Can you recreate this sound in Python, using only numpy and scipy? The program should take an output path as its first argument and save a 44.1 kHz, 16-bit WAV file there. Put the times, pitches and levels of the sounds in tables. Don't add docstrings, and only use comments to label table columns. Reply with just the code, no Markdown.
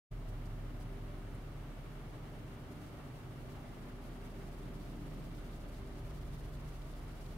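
import sys
import numpy as np
from scipy import signal
from scipy.fft import rfft, irfft, next_fast_len
from scipy.io import wavfile

SR = 44100
rng = np.random.default_rng(int(sys.argv[2]) if len(sys.argv) > 2 else 0)


def digitize_waveform(pressure):
    field = np.atleast_2d(pressure).T
    bounded = np.clip(field, -1, 1)
    quanta = np.round(bounded * 32767).astype(np.int16)
    wavfile.write(sys.argv[1], SR, quanta)


N = 325017
TIME = np.arange(N) / SR
FFT_SIZE = next_fast_len(N, True)
FFT_HZ = np.fft.rfftfreq(FFT_SIZE, 1 / SR)


def gain_of(db):
    return 10 ** (np.asarray(db) / 20)


def unit_rms(x):
    return x / np.sqrt(np.mean(x ** 2) + 1e-20)


def at_frequency(rows, hz):
    row_hz, values = np.transpose(rows)
    return np.interp(np.log(hz + 1), np.log(row_hz + 1), values)


def over_time(rows):
    return np.interp(TIME, *np.transpose(rows))


def bell(peak_s, length_s):
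    return np.exp2(-(2 * (TIME - peak_s) / length_s) ** 2)


def smooth_step(middle_s, ease_s):
    return (1 + np.tanh((TIME - middle_s) / ease_s)) / 2


def drift(rate, points=4096):
    hz = np.fft.rfftfreq(points, 2 * N / SR / points)
    slow = irfft(rfft(rng.standard_normal(points)) * (hz > 0) / np.sqrt(1 + (hz / rate) ** 6))
    return np.interp(np.arange(N), np.linspace(0, 2 * N, points), unit_rms(slow))


def carried_db(waves):
    return sum(rise_db * bell(peak_s, length_s) for peak_s, rise_db, length_s in waves)


# frequency in Hz, likeness (1 same, 0 unrelated).
EAR_LIKENESS = [(30, 0.5), (90, 1), (180, 0.9), (350, 0.83), (700, 0.6), (1400, 0.19), (2800, 0.07),
                (5000, -0.05), (10000, 0.011)]

def stereo_noise(spectrum):
    shared, opposed = rfft(rng.standard_normal((2, FFT_SIZE)))
    likeness = at_frequency(EAR_LIKENESS, FFT_HZ)
    shared, opposed = shared * np.sqrt(1 + likeness), opposed * np.sqrt(1 - likeness)
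    colour = gain_of(at_frequency(spectrum, FFT_HZ))
    pair = irfft(np.array([shared + opposed, shared - opposed]) * colour, FFT_SIZE)[:, :N]
    return pair / np.std(pair.mean(0))


# frequency in Hz, relative level in dB.
HISS_SPECTRUM = [(500, -22), (2500, -2.5), (4500, 4.5), (7000, 1), (10500, 0.5), (13000, -1.5), (15700, -4)]
# middle in seconds, length in seconds, share of the way up to high_db.
HISS_FLICKERS = [(.294, .023, .72), (.463, .018, .7), (.817, .036, 0.74), (2.723, .023, .72),
                 (2.85, 0.099, 0.53), (3.166, .03, .5), (3.517, .045, 0.68), (4.057, 0.048, .6),
                 (4.255, .032, 0.71), (4.904, .05, .55), (5.37, .022, 0.66), (5.56, .022, 0.67),
                 (5.745, .05, .62), (5.989, .035, 0.55), (6.34, .037, .76), (6.453, .022, .72),
                 (6.544, .033, 0.71), (6.687, .026, .88), (6.75, .05, 0.63), (6.911, .04, .65),
                 (7.217, .036, 0.73)]

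def flickering_hiss(low_db=-74.5, high_db=-65.5, flicker_hz=24):
    depth = 0.61 * np.clip((TIME - 0.57) / 4.2, 0, 1)
    raised = depth * (1 + np.tanh(drift(flicker_hz))) / 2
    for middle_s, length_s, share in HISS_FLICKERS:
        flat_bump = np.exp2(-(2 * (TIME - middle_s) / length_s) ** 4)
        raised = np.maximum(raised, share * flat_bump)
    floor_db = low_db - 3 * np.exp(-TIME / 0.25)
    return stereo_noise(HISS_SPECTRUM) * gain_of(floor_db + (high_db - floor_db) * raised)


# peak time in seconds, level in dB, length in seconds, pitch in Hz.
HIGH_CHIRPS = [(1.188, -76.5, .028, 10000), (1.305, -83, .04, 9980), (1.34, -79, .014, 9980),
               (1.351, -76, .011, 9550)]
# frequency in Hz, relative level in dB.
TICK_SPECTRUM = [(5000, -20), (8000, -4), (9600, 0), (12000, -4), (15000, -15)]

def chirps(pitch_jitter=0.009, tick_db=-72):
    wavering_time = np.cumsum(1 + pitch_jitter * drift(250)) / SR
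    whistle = sum(gain_of(db) * bell(peak_s, length_s) * np.sin(2 * np.pi * hz * wavering_time)
                  for peak_s, db, length_s, hz in HIGH_CHIRPS)
    tick = stereo_noise(TICK_SPECTRUM) * gain_of(tick_db) * bell(peak_s=1.352, length_s=0.016)
    return whistle + tick


# frequency in Hz, relative level in dB.
GRAIN_SPECTRUM = [(800, -20), (2200, -6), (3600, 0), (5000, -6), (7000, -16), (11000, -24), (16000, -22)]
# time in seconds, level in dB.
SNOW_LEVELS = [(0, -85), (3.5, -90), (5.2, -74.5), (7.3, -77)]

def snow_patter(grains_per_s=1200, size_spread_db=5.5, flurry_db=6, flurry_hz=20):
    landings = rng.random((2, N)) < grains_per_s / SR
    signs = rng.choice([-1, 1], (2, N))
    sizes = gain_of(size_spread_db * np.minimum(rng.exponential(1, (2, N)), 4))
    colour = gain_of(at_frequency(GRAIN_SPECTRUM, FFT_HZ))
    grains = irfft(rfft(landings * signs * sizes, FFT_SIZE) * colour, FFT_SIZE)[:, :N]
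    level_db = over_time(SNOW_LEVELS) + flurry_db * np.tanh(drift(flurry_hz))
    return unit_rms(grains) * gain_of(level_db)


# frequency in Hz, relative level in dB.
RUMBLE_SPECTRUM = [(60, -16), (140, -1.5), (180, -0.5), (230, -2), (330, -4), (400, -4), (460, -9.5),
                   (700, -26), (1500, -52)]
TYRE_SPECTRUM = [(150, -11), (400, -6), (520, -1), (590, 2.5), (620, 1.5), (690, 0.5), (800, -2.5),
                 (1020, -4), (1220, -2.5), (1650, -8), (2300, -9.5), (2900, -12), (4000, -19),
                 (6000, -31.5), (10000, -38)]

def traffic(rumble_db=-56.5, tyre_db=-59.5):
    rumble = stereo_noise(RUMBLE_SPECTRUM) * gain_of(rumble_db + 0.5 * drift(2.7))
    tyres = stereo_noise(TYRE_SPECTRUM) * gain_of(tyre_db + 0.73 * drift(21))
    fade_in_db = -16 * np.exp(-TIME / 0.076)
    surge_db = 0.72 * bell(peak_s=3.3, length_s=3.1)
    return (rumble + tyres) * gain_of(fade_in_db + surge_db)


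# frequency in Hz, relative level in dB.
HOOT_SPECTRUM = [(620, -45), (745, -6), (780, -9), (815, 0), (850, -10), (950, -48)]

def hoot(level_db=-64):
    return stereo_noise(HOOT_SPECTRUM) * gain_of(level_db) * bell(peak_s=3.62, length_s=0.099)


# frequency in Hz, relative level in dB.
VEHICLE_SPECTRUM = [(80, -34), (150, 1), (200, 1.5), (245, -5), (300, -1.5), (380, -13.5), (480, -13.5),
                    (800, -34), (1500, -54)]

def passing_vehicle(level_db=-50.5, nearest_s=5.29, nearest_m=21.3, metres_per_s=26.3):
    distance_m = np.hypot(nearest_m, metres_per_s * (TIME - nearest_s))
    easing_db = -8.5 * smooth_step(middle_s=5.39, ease_s=0.065)
    return stereo_noise(VEHICLE_SPECTRUM) * gain_of(level_db + easing_db) * (nearest_m / distance_m) ** 2


# time in seconds, relative level in dB.
HUM_LEVELS = [(0.3, -65), (1.5, -63), (2.4, -81), (3.0, -63.5), (4.1, -65), (5.0, -60.5), (6.3, -51),
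              (7.3, -59)]

def humming_machine(shaft_hz=29.38, shaft_db=-68, hum_boost_db=1, speed_wander=0.0037):
    phase = 2 * np.pi * np.cumsum(shaft_hz * (1 + speed_wander * drift(0.98))) / SR
    shaft = gain_of(shaft_db) * np.sin(phase)
    hum = gain_of(over_time(HUM_LEVELS) + hum_boost_db) * np.sin(2 * phase)
    return np.sqrt(2) * (shaft + hum)


# frequency in Hz, relative level in dB.
EXHAUST_SPECTRUM = [(10, -42), (25, -14), (45, -5), (82, -2.5), (105, 0.5), (125, 1.5), (160, -5),
                    (185, -9.5), (300, -45.5)]
# peak time in seconds, change in dB, length in seconds.
EXHAUST_WAVES = [(.45, 2.5, 1.1), (3.45, 2.5, 0.26), (4.0, -3.5, 0.65), (4.95, 0, 0.7), (5.75, -2, 0.38),
                 (6.4, 2, 0.35), (7.0, -0.5, 0.76)]

def exhaust(resting_db=-53.8):
    return stereo_noise(EXHAUST_SPECTRUM) * gain_of(resting_db + carried_db(EXHAUST_WAVES))


# peak time in seconds, change in dB, length in seconds.
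THROB_WAVES = [(.35, 4.5, 1.15), (3.0, -10.5, 1.28)]
# pitch as a multiple of the cycle rate, relative level in dB.
ENGINE_TONES = [(4, -67), (8, -68.5), (9, -72), (11, -69.5), (12, -71), (14, -70), (16, -66), (17, -65.5),
                (18, -68.5), (19, -65), (20, -64.5), (21, -67.5), (24, -58.5), (29, -76.5), (40, -64.5),
                (48, -66.5), (56, -72.5), (64, -68), (72, -88), (96, -74.5), (104, -85), (112, -82),
                (120, -79), (136, -89), (144, -85)]
# peak time in seconds, the tone's multiple, rise in dB, length in seconds.
TONE_SWELLS = [(0.47, 17, 11, 2), (1.25, 17, 5, .6), (0.41, 19, 4.5, 1.4), (0.75, 40, 4.5, 0.7),
               (1.96, 40, 5, 0.22), (3.53, 40, 6.5, .55), (4.17, 40, 9, .55), (5.9, 40, 7.5, 0.21),
               (2.66, 48, 5.5, 0.52), (.8, 48, 6.5, 0.49), (5.95, 48, 7.5, .2), (6.58, 24, 5.5, 1.03),
               (5.17, 24, 8, 0.21), (1, 64, 8, 0.3), (4.5, 64, 2.5, .7), (5.87, 64, 8.5, 0.15)]

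def idling_engine(cycle_hz=6.163, cylinders=6, throb_db=-45.5, tone_boost_db=2.5, speed_wander=0.0014):
    cycles = np.cumsum(cycle_hz * (1 + speed_wander * drift(3.24))) / SR
    firing_db = throb_db + carried_db(THROB_WAVES) + 0.5 * drift(11)
    throb = gain_of(firing_db) * np.sin(2 * np.pi * cylinders * cycles)
    exhaust_db = carried_db(EXHAUST_WAVES)
    tones = np.zeros((2, N))
    for multiple, db in ENGINE_TONES:
        likeness = at_frequency(EAR_LIKENESS, multiple * cycle_hz)
        ear_shift = 0.38 * np.arccos(likeness) * rng.choice([-1, 1])
        phase = 2 * np.pi * (multiple * cycles + rng.random())
        phase += 0.12 * drift(9) * (multiple > 4 * cylinders)
        level_db = db + tone_boost_db + 1.33 * drift(0.9)
        if 2 * cylinders < multiple <= 4 * cylinders:
            level_db += 0.51 * (exhaust_db - exhaust_db.mean())
        level_db += sum(rise_db * bell(peak_s, length_s)
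                        for peak_s, which, rise_db, length_s in TONE_SWELLS if which == multiple)
        tones += gain_of(level_db) * np.sin([phase + ear_shift, phase - ear_shift])
    return throb + tones


def scene():
    distant = idling_engine() + exhaust() + humming_machine() + traffic() + passing_vehicle() + hoot()
    return distant * gain_of([[-0.2], [0.2]]) + flickering_hiss() + snow_patter() + chirps()


# frequency in Hz, width in Hz, change in dB.
MICROPHONE_DIPS = [(2504, 56, -11.5), (7570, 81, -10)]

def record(dry, top_hz=15760):
    opened = dry * smooth_step(middle_s=0.114, ease_s=0.004)
    size = next_fast_len(N + SR, True)
    hz = np.fft.rfftfreq(size, 1 / SR)
    dips_db = sum(db / (1 + (2 * (hz - centre) / width) ** 2) for centre, width, db in MICROPHONE_DIPS)
    coloured = irfft(rfft(opened, size) * gain_of(dips_db), size)[:, :N]
    treble_cut = signal.firwin(511, top_hz, window=("kaiser", 9), fs=SR)
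    return signal.oaconvolve(coloured, treble_cut[None], "same")


dry = scene()
out = record(dry)
digitize_waveform(out)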